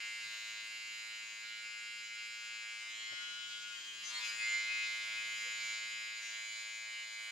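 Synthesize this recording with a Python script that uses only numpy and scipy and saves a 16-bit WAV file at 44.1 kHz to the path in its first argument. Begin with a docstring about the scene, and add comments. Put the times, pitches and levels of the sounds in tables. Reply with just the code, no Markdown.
"""A bright, close whine: a small battery eyebrow razor running in a small room.
Its drive knocks five times per motor turn, a harmonic series coloured by the case; narrow bands of
its overtones flare and fade. Each load slows the motor and adds rasp. The razor is lifted from the
brow, swung back past the microphone, and crackles through a few hairs. The hand bumps softly;
a faint climbing hum and room tone lie beneath."""
import sys
import numpy as np
from scipy import signal
from scipy.fft import rfft, irfft, next_fast_len
from scipy.io import wavfile
from scipy.ndimage import uniform_filter1d, map_coordinates

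SR = 44100
rng = np.random.default_rng(int(sys.argv[2]) if len(sys.argv) > 2 else 0)


def generate_wav(signal):
    """Clip the signal to [-1, 1] and save it as 16-bit WAV at the path in sys.argv[1]."""
    frames = np.transpose(np.atleast_2d(signal))
    scaled = np.clip(frames, -1, 1) * 32767
    pcm = np.round(scaled).astype(np.int16)
    wavfile.write(sys.argv[1], SR, pcm)


N = 322371
TIME_S = np.arange(N) / SR
SIDES = np.array([[1], [-1]])  # left, right
SOUND_M_PER_S, FREE_TURNS_PER_S = 343, 110.0

# Registers of the whine: low_hz, high_hz
REGISTER_EDGES = [(500, 1930), (1930, 2250), (2250, 2690), (2690, 3460), (3460, 5500), (5500, 7600),
                  (7600, 11500), (11500, 15000)]
# How each register radiates:
# base_db, nearness_share, aim_share, db_per_hz_of_sag, lifted_db, chatter_db
REGISTER_RADIATION = [(-57, 1, 0.18, 0, -1, 0.68), (-53.5, 0.71, 0.86, -2, 3, -0.6),
                      (-52, 0.81, 0.1, -1, -6.5, 0.34), (-54, 0.75, 0.073, -0.7, -0.5, 1.05),
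                      (-53.5, 1, 0.057, -1.1, -0.5, 0.6), (-58, 0.78, 0.1, 0.7, 0.5, 0.83),
                      (-68.5, 0.9, 0.025, -0.2, -1.1, 0.68), (-81.5, 0.7, 0, 1, -2, -0.5)]
# How well the case aims at the microphone: time_s, aim_db
CASE_AIM = [(0, 4), (2.4, 0.5), (2.84, 4.5), (3.15, -2.5), (3.35, -13), (3.8, -9), (4.33, -9), (4.48, 16.5),
            (4.72, 9), (4.95, 8.5), (5.15, 4.5), (7.31, 2)]
def razor(turns, sway_db=0.78, lift_pan_db=2.5):
    """Directional radiation: each register follows distance, aim and load, and sways with the grip."""
    aim_db, = in_time(CASE_AIM)
    lift, near_db, sag_hz = lifted(), nearness_db(), sag()
    size = next_fast_len(N + SR // 10)
    spectrum = rfft(near_echo(buzz(turns)), size)
    hz, out = np.arange(size // 2 + 1) * SR / size, 0
    for (low, high), radiation in zip(REGISTER_EDGES, REGISTER_RADIATION):
        base_db, by_nearness, by_aim, by_sag, by_lift, chatter_db = radiation
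        band = irfft(spectrum * ((hz >= low) & (hz < high)), size)[:, :N]
        power = uniform_filter1d(uniform_filter1d(band.mean(0) ** 2, size=6000), size=2400)
        level_db = base_db + by_nearness * near_db + by_aim * aim_db + by_sag * sag_hz + by_lift * lift
        waver_db = sway_db * drift(2.16) + chatter_db * drift(14)
        out = out + band / np.sqrt(power + 1e-12) * from_db(level_db + waver_db)
    return out * from_db(SIDES * lift_pan_db * lift / 2)


def buzz(turns, tremor_m=0.0047):
    """Superposition: the drive's direct sound, its reflections and the lobes of the case add up."""
    multiples, heights = overtones()
    travel = hand_travel() + tremor_m * drift(0.78)
    direct = np.array([play(one_turn(multiples, side), turns) for side in heights])
    reflected = reflections(multiples, heights, turns, travel)
    lobed = lobes(multiples, heights, turns, travel)
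    return (direct + reflected + lobed) * signal.windows.tukey(N, .001)


# Harmonics of the drive: multiple_of_turn_rate, relative_db, left_minus_right_db
HARMONICS = [(5, -37, 1), (6, -29, -1), (7, -32, -1), (8, -29, 0), (9, -29, 2), (10, -22, 1), (11, -21, 2),
             (12, -23, -2), (13, -12, 0), (14, -19, 0), (15, -8, 0), (16, -16, -2), (17, -13, -2),
             (18, -18, -2), (19, 0, -2), (20, -18, -3), (21, -2, -3), (22, -12, -6), (23, -4, 9),
             (24, -13, 1), (25, -7, 2), (26, -11, 2), (27, -6, -1), (28, -24, 2), (29, -11, 0),
             (30, -15, 3), (31, -15, -3), (32, -16, -3), (33, -22, -3), (34, -14, 1), (35, -14, -1),
             (36, -14, 0), (37, -12, -2), (38, -14, 1), (39, -13, 0), (40, -23, -1), (41, -15, 1),
             (42, -26, -2), (43, -15, 2), (44, -17, 0), (45, -9, 1), (46, -19, -1), (47, -17, 1),
             (48, -23, 1), (49, -21, 0), (50, -26, 1), (51, -20, -1), (52, -22, 4), (53, -26, -2),
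             (54, -17, 3), (55, -24, 0), (56, -21, 2), (57, -18, 1), (58, -21, 1), (59, -24, 3),
             (60, -21, 1), (61, -18, 1), (62, -13, 2), (63, -11, 4), (64, -17, 3), (65, -19, 0),
             (66, -19, 1), (67, -20, 2), (68, -23, -1)]
# Envelope of the faint harmonics above those: pitch_hz, relative_db
TREBLE_ENVELOPE = [(7500, -26), (8600, -30), (9300, -33.5), (10400, -34.5), (11500, -37.5), (13000, -32),
                   (14500, -46)]
# Knocks of the drive in one turn: position_turns, relative_db
DRIVE_KNOCKS = [(0, 4.5), (0.106, -8), (0.286, -4), (0.519, 6.5), (0.762, 4.5)]
def overtones(uneven_db=3.5, spread_hz=9000, smear_rad=0.77, smear_below_hz=3500):
    """Fourier series of the drive: the knocks set the phases; the case smears them, most in the lows."""
    low, low_db, low_pan_db = np.transpose(HARMONICS)
    multiples = np.arange(round(low[0]), 137)
    hz = multiples * FREE_TURNS_PER_S
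    scatter_db, top_pan_db = uneven_db * rng.standard_normal((2, len(hz) - len(low)))
    level_db = np.append(low_db, at_hz(TREBLE_ENVELOPE, hz[len(low):]) + scatter_db)
    pan_db = np.append(low_pan_db, top_pan_db)
    knocks = sum(from_db(db) * np.exp(-2j * np.pi * multiples * at) for at, db in DRIVE_KNOCKS)
    smear = smear_rad * np.maximum(smear_below_hz / hz, 1) * rng.standard_normal(len(hz))
    # short waves reach the two sides less alike
    apart = np.tanh(np.minimum(hz / spread_hz, 1) * rng.standard_normal(len(hz)))
    phase = np.angle(knocks) + smear + SIDES * apart
    return multiples, from_db(level_db + SIDES * pan_db / 2) * np.exp(1j * phase)


def motor(flutter_share=.0009, play_turns=.0005):
    """Phase, in turns, is the integral of speed; the motor sags and flutters, and the blade has play."""
    speed = (FREE_TURNS_PER_S - sag()) * (1 + flutter_share * drift(8.7))
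    return np.cumsum(speed) / SR + play_turns * drift(88)


# Loads from blade or grip: start_s, length_s, sag_hz, rasp_relative_to_whine_db
MOTOR_LOADS = [(0, .21, .2, -38), (.21, .46, 1.2, -25), (.67, .55, .6, -32), (1.22, .18, 1.25, -31),
               (1.4, .23, .3, -34), (2.02, .12, .65, -32), (3.74, .27, 1.3, -27), (4.01, .1, .5, -32),
               (4.29, .08, .6, -24), (5.05, .08, .5, -25), (5.57, .15, .45, -25), (6.185, .14, 1.25, -24),
               (6.325, .2, .85, -28), (6.525, .33, .6, -34), (7.02, .35, .75, -33)]
LOAD_FADE_S = 0.077
def sag():
    """Load torque slows a motor: the turns per second lost."""
    return sum(hz * during(start, length, LOAD_FADE_S) for start, length, hz, _ in MOTOR_LOADS)


# Spectrum of the scraping: frequency_hz, relative_db
RASP_SPECTRUM = [(100, -78), (600, -29), (1000, -16), (1500, 11), (2200, 2.5), (3200, 5), (4200, 8),
                 (4950, 4), (5600, 5), (6900, 10), (8000, -3.5), (11000, -10), (13500, -20),
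                 (15000, -40)]
def rasp(turns, whine, idle_db=-28.5, db_at_1_m_per_s=-20.5):
    """Friction noise: the blade scrapes its guard twice a turn; idling, swing and load add in power."""
    load_power = sum(from_db(db) ** 2 * during(start, length, LOAD_FADE_S)
                     for start, length, _, db in MOTOR_LOADS)
    swing_power = (from_db(db_at_1_m_per_s) * hand_speed()) ** 2
    drag = np.sqrt(from_db(idle_db) ** 2 + swing_power + load_power)
    whine_rms = np.sqrt(uniform_filter1d(np.mean(whine ** 2, axis=0), size=4000))
    return whine_rms * drag * strokes(turns) * noise(RASP_SPECTRUM, width=0.09)


def strokes(turns):
    """Reciprocating motion: the blade's activity peaks twice a turn."""
    return 1 + np.cos(4 * np.pi * turns)


# Timed boosts and dips of narrow bands:
# start_s, length_s, pitch_hz, glide_hz_per_s, bandwidth_hz, boost_db
BAND_FLARES = [ (0, .22, 2780, 0, 200, 4), (0, 2.8, 2750, 0, 150, 2), (.21, .47, 3815, 0, 70, 9),
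               (.28, .25, 13500, 0, 900, 6), (0, 1.4, 6800, 0, 200, -3), (.22, 2.2, 2520, 0, 50, -3),
               (.68, .72, 1640, 0, 60, -4), (1.4, 1.16, 1432, 0, 60, 5), (1.7, .72, 3500, 0, 300, -4),
               (2.46, .38, 2640, 0, 60, 4), (2.45, .25, 6900, 0, 200, 4), (2.55, .5, 2310, 0, 60, 3.5),
               (2.79, .35, 4050, 4500, 450, -6), (2.85, .25, 3700, 0, 150, 7),
               (2.85, 1.53, 1650, 0, 70, -5), (2.92, 1.28, 3190, 0, 90, 10.5),
               (2.96, .76, 3302, 0, 40, 18.5), (3.11, .7, 1432, 0, 50, 15.5), (3.3, .7, 2970, 0, 50, 5),
               (3.04, .13, 4950, 1500, 250, 5), (3.08, .95, 2530, 0, 50, 8.5), (3.3, .9, 4850, 0, 300, -6),
               (4.04, .075, 6275, 0, 80, 21), (4.03, .19, 8400, 0, 900, 6.5), (4.1, .14, 988, 0, 40, 19),
               (4.14, .07, 4295, 0, 60, 10), (4.12, .08, 3930, 0, 100, 5), (4.14, .13, 2170, 0, 120, 8),
               (4.03, .25, 2880, 0, 250, -7), (4.2, .075, 3430, 0, 90, 12),
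               (4.205, .08, 2600, -700, 100, 11), (4.235, .08, 4970, -500, 120, 9),
               (4.24, .08, 12000, 0, 2500, 6), (4.285, .08, 2330, 0, 70, 12), (4.27, .2, 1940, 0, 100, 6),
               (4.37, .1, 2560, 0, 110, 9), (4.39, .08, 4730, 0, 100, 6), (4.23, .43, 6980, 0, 100, 9),
               (4.5, .53, 4080, 0, 450, 4), (4.4, .9, 3520, 0, 45, 8), (4.67, .2, 2532, 0, 40, 11),
               (4.68, .18, 2750, 0, 45, 7), (5.04, .18, 2535, 0, 60, 8), (5.58, .2, 2305, 0, 60, 5),
               (5.2, .55, 10700, 0, 1000, 3.5), (5.25, 2.3, 6850, 0, 200, 4), (6.21, .14, 5920, 0, 200, 15),
               (6.19, 1.3, 4950, 0, 400, -3.5), (6.19, .26, 1880, 0, 200, 4), (6.19, .23, 3815, 0, 80, 5),
               (6.21, .19, 2725, 0, 50, 6), (6.19, .3, 4260, 0, 120, -9), (6.17, 1.3, 1376, 0, 150, -12),
               (6.19, .22, 2960, 0, 100, -4), (6.4, 1.1, 2700, 0, 300, -5.5), (6.36, 1.2, 2330, 0, 130, 4),
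               (6.93, .13, 2870, 0, 300, 4.5), (6.3, 1.1, 8500, 0, 900, 2.5)]
def flares(sound):
    """Time-varying filtering: narrow bands are boosted or dipped; overtones and hiss flare and fade."""
    out = sound.copy()
    for start, length, hz, glide, bandwidth, boost_db in BAND_FLARES:
        envelope = during(start, length, fade_s=min(.02 + .28 * length, .18))
        span = np.flatnonzero(envelope)
        carrier = np.exp(2j * np.pi * np.cumsum(hz + glide * (span / SR - start)) / SR)
        pole = np.exp(-np.pi * abs(bandwidth) / SR)
        # a gliding band-pass: shift down to 0 Hz, smooth, shift back
        baseband = signal.lfilter([1 - pole], [1, -pole], sound[:, span] / carrier)
        band = 2 * np.real(carrier * baseband)
        out[:, span] += (from_db(boost_db) - 1) * envelope[span] ** 2 * band
    return out


def lobes(multiples, heights, turns, travel, spacing_m=0.04453, formed_hz=4500, count=48):
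    """Directivity: the case's lobes sweep past as the hand travels, so overtones swell and fade."""
    real, imaginary = uniform_filter1d(rng.standard_normal((2, count, len(multiples))), size=2)
    patterns = (real + 1j * imaginary) * np.minimum(multiples * FREE_TURNS_PER_S / formed_hz, 1) ** 2
    depth, out = .45 + .65 * lifted(), []
    for side in heights:
        cycles = np.array([one_turn(multiples, side * pattern) for pattern in patterns])
        position = [travel / spacing_m, turns % 1 * cycles.shape[1]]
        out.append(map_coordinates(cycles, position, order=1, mode="grid-wrap"))
    return depth * np.array(out)


# Razor to microphone: time_s, distance_m
RAZOR_DISTANCE = [(0, 0.17), (.55, 0.18), (.85, 0.2), (2.7, 0.22), (3.93, 0.19), (4.2, 0.11), (4.5, 0.13),
                  (5.0, 0.15), (5.72, 0.13), (6.05, 0.17), (6.7, 0.2), (7.31, 0.2)]
def nearness_db(usual_m=.2):
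    """Spherical spreading: sound pressure falls as one over the distance."""
    metres, = in_time(RAZOR_DISTANCE)
    return 20 * np.log10(usual_m / metres)


# Sweeps of the hand: peak_s, half_length_s, added_speed_m_per_s
HAND_SWEEPS = [(2.85, .11, .7), (3.403, 0.4, 0.059), (4.09, 0.1488, 0.43), (4.273, 0.1297, 1.486),
               (4.457, 0.1, .35), (6.215, 0.072, 0.25)]
def hand_speed(creep_m_per_s=0.0286):
    """Velocities add: a steady creep along the brow and a few sweeps, in m/s."""
    return creep_m_per_s + sum(speed * swell(peak, half) for peak, half, speed in HAND_SWEEPS)


def hand_travel():
    """Path length, in metres, is the integral of speed."""
    return np.cumsum(hand_speed()) / SR


def lifted():
    """A crossfade between two positions: zero on the brow, one when lifted."""
    return during(start=2.91, length=1.4, fade_s=0.42)


# The blade meets hairs: peak_s, half_length_s, level_db
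HAIR_CUTS = [(5.08, .05, -59), (6.24, .05, -61), (6.69, .045, -65), (7.01, .06, -62)]
def hairs(turns, snips_per_s=1100, size_spread_db=8.0, guard_hz=(1800, 3600), width=0.36):
    """Impulse excitation: random snips on the blade's strokes ring briefly in the guard as a crackle."""
    level = sum(from_db(db) * swell(peak, half) for peak, half, db in HAIR_CUTS)
    snips = rng.random((2, N)) < snips_per_s / SR * strokes(turns)
    sizes = from_db(size_spread_db * np.minimum(rng.exponential(1, (2, N)), 4))
    signs = rng.choice([-1, 1], (2, N))
    guard = signal.butter(3, guard_hz, "band", fs=SR, output="sos")
    mid, side = signal.sosfilt(guard, snips * sizes * signs + 1e-18)
    return level * rms_one(mid + width * side * SIDES)


def near_echo(sound, gain=0.13, aside_s=3.4, aside_path_m=.668, shortening_m_per_m=0.64):
    """Comb filtering: a close surface echoes the lifted razor; the comb rises as the path shortens."""
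    sample, travel = np.arange(N), hand_travel()
    extra_m = aside_path_m - shortening_m_per_m * (travel - travel[int(aside_s * SR)])
    echo = np.array([np.interp(sample - extra_m / SOUND_M_PER_S * SR, sample, side) for side in sound])
    return sound + gain * lifted() * echo


# Wall echoes, a list for left and for right: extra_path_m, stretch_m_per_m_of_travel, relative_gain
WALL_PATHS = [
    [(1.7, 0.53, 0.17), (2.9, -0.27, 0.14), (4.3, -0.77, 0.56), (5.9, 0.44, 0.05)],
    [(2.1, -0.57, 0.24), (3.3, 0.3, 0.78), (4.7, -2.1, 0.043), (6.4, 0.83, 0.54)],
]
def reflections(multiples, heights, turns, travel):
    """Multipath propagation: wall echoes, whose delays change as the hand travels, and reverberation."""
    wall_db = -19 + 5.5 * lifted() - 0.3 * nearness_db()
    # short waves are beamed past the microphone, so more of them arrive by the walls
    beaming = np.minimum(multiples / 34, 1.5) ** 0.07
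    sample, out = np.arange(N), []
    for side, paths in zip(heights, WALL_PATHS):
        outward, echoes = one_turn(multiples, side * beaming), 0
        for extra_m, stretch, gain in paths:
            lag = (extra_m + stretch * travel) / SOUND_M_PER_S * SR
            echoes = echoes + gain * play(outward, np.interp(sample - lag, sample, turns))
        out.append(echoes + reverberation(outward, turns, travel))
    return from_db(wall_db) * np.array(out)


def reverberation(cycle, turns, travel, t60_s=0.55, gain=3.86, directions=4):
    """Diffuse field: each direction has its own tail and Doppler shift; quick moves smear overtones."""
    t, out = np.arange(int(.6 * SR)) / SR, 0
    for heading in np.linspace(-1, 1, directions):
        tail = rng.standard_normal(len(t)) * from_db(-60 * t / t60_s) * (t > .008)
        leaving = play(cycle, turns + heading * travel / SOUND_M_PER_S * FREE_TURNS_PER_S)
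        out = out + signal.oaconvolve(leaving, tail / np.linalg.norm(tail))[:N]
    return gain * out / np.sqrt(directions)


# Touches of the hand: peak_s, level_db, centre_hz, width_octaves, half_length_s
HAND_BUMPS = [(.28, -75, 148, .5, .03), (3.13, -66, 130, .6, .018), (3.13, -64, 400, 1.6, .014),
              (3.31, -73, 275, 1, .02), (5.465, -63, 485, .25, .022)]
def bumps():
    """Soft impacts excite only low frequencies: dull swells where the hand touches head or case."""
    out = np.zeros(N)
    for peak, db, hz, octaves, half in HAND_BUMPS:
        edges_hz = [hz * 2 ** (-octaves / 2), hz * 2 ** (octaves / 2)]
        band = signal.butter(2, edges_hz, "band", fs=SR, output="sos")
        thud = rms_one(signal.sosfilt(band, rng.standard_normal(N)))
        out += from_db(db) * thud * swell(peak, half)
    return out


# A faint low hum: time_s, pitch_hz, level_db
HUM_GLIDE = [(3.9, 117.6, -110), (4.2, 131.7, -87.5), (5.0, 149.3, -84), (5.5, 165, -85.5),
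             (6.0, 181.3, -84), (6.25, 188.4, -110)]
def hum(waver_db=2):
    """A gliding pure tone: its pitch climbs and its level wavers."""
    hz, db = in_time(HUM_GLIDE)
    return np.sqrt(2) * from_db(db + waver_db * drift(3.0)) * np.sin(2 * np.pi * np.cumsum(hz) / SR)


# Spectrum of the room tone: frequency_hz, relative_db
ROOM_SPECTRUM = [(25, -28), (45, -10), (70, -10.5), (100, 0.5), (140, 1), (300, 3.5), (600, -1), (1000, -3),
                 (3000, -19), (8000, -15.5), (15000, -18)]
# Its loudness: time_s, level_db
ROOM_LEVEL = [(0, -73.5), (1.2, -74.5), (2.6, -75.5), (4.3, -70), (5.8, -73), (6.3, -76), (7.31, -77.5)]
def room_tone():
    """Ambient noise: a quiet, dark hush, uncorrelated between left and right."""
    db, = in_time(ROOM_LEVEL)
    return from_db(db) * noise(ROOM_SPECTRUM, width=1.0)


def one_turn(multiples, heights, size=8192):
    """Fourier synthesis: the vibration over one motor turn, from complex overtone heights."""
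    lines = np.zeros(size // 2 + 1, complex)
    lines[multiples] = heights
    return irfft(lines) * size / 2


def play(cycle, turns):
    """Periodic motion: one cycle repeats with each turn."""
    return np.interp(turns % 1 * len(cycle), np.arange(len(cycle) + 1), np.append(cycle, cycle[0]))


def noise(spectrum, width):
    """Spectral shaping of white noise, in stereo; width is side over mid."""
    size = next_fast_len(N)
    colour = from_db(at_hz(spectrum, np.arange(size // 2 + 1) * SR / size))
    mid, side = irfft(rfft(rng.standard_normal((2, size))) * colour, size)[:, :N]
    return rms_one(mid + width * side * SIDES)


def drift(rate_hz, hop=40):
    """Low-passed noise: a smooth random wander of unit power."""
    pole = np.exp(-2 * np.pi * hop * rate_hz / SR)
    white = rng.standard_normal(N // hop + 2002)
    slow = signal.lfilter([1], [1, -2 * pole, pole * pole], white)[2000:]
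    return np.interp(np.arange(N) / hop, np.arange(len(slow)), rms_one(slow))


def during(start, length, fade_s):
    """Trapezoidal window with ramps centred on its start and end."""
    return np.clip(.5 + np.minimum(TIME_S - start, start + length - TIME_S) / fade_s, 0, 1)


def swell(peak_s, half_length_s):
    """Gaussian envelope."""
    return np.exp(-((TIME_S - peak_s) / half_length_s) ** 2)


def in_time(rows):
    """Linear interpolation of each column at every sample."""
    times, *columns = np.transpose(rows)
    return [np.interp(TIME_S, times, column) for column in columns]


def at_hz(points, hz):
    """Interpolation of a spectrum on a log-frequency axis."""
    point_hz, db = np.transpose(points)
    return np.interp(np.log(hz + 1e-9), np.log(point_hz), db)


def from_db(db):
    """Decibels to amplitude ratio."""
    return 10 ** (np.asarray(db) / 20)


def rms_one(x):
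    """Normalisation to unit power."""
    return x / np.sqrt(np.mean(x ** 2) + 1e-20)


def scene():
    """Source and filter: whine and rasp flare in narrow bands; hairs, hand, hum and room add to them."""
    turns = motor()
    whine = razor(turns)
    return flares(whine + rasp(turns, whine)) + hairs(turns) + bumps() + hum() + room_tone()


def record(dry):
    """Band limiting: a steep low-pass cuts the treble above 15 kHz."""
    return signal.sosfilt(signal.ellip(10, .2, 80, 15000, fs=SR, output="sos"), dry)


dry = scene()
out = record(dry)
generate_wav(out)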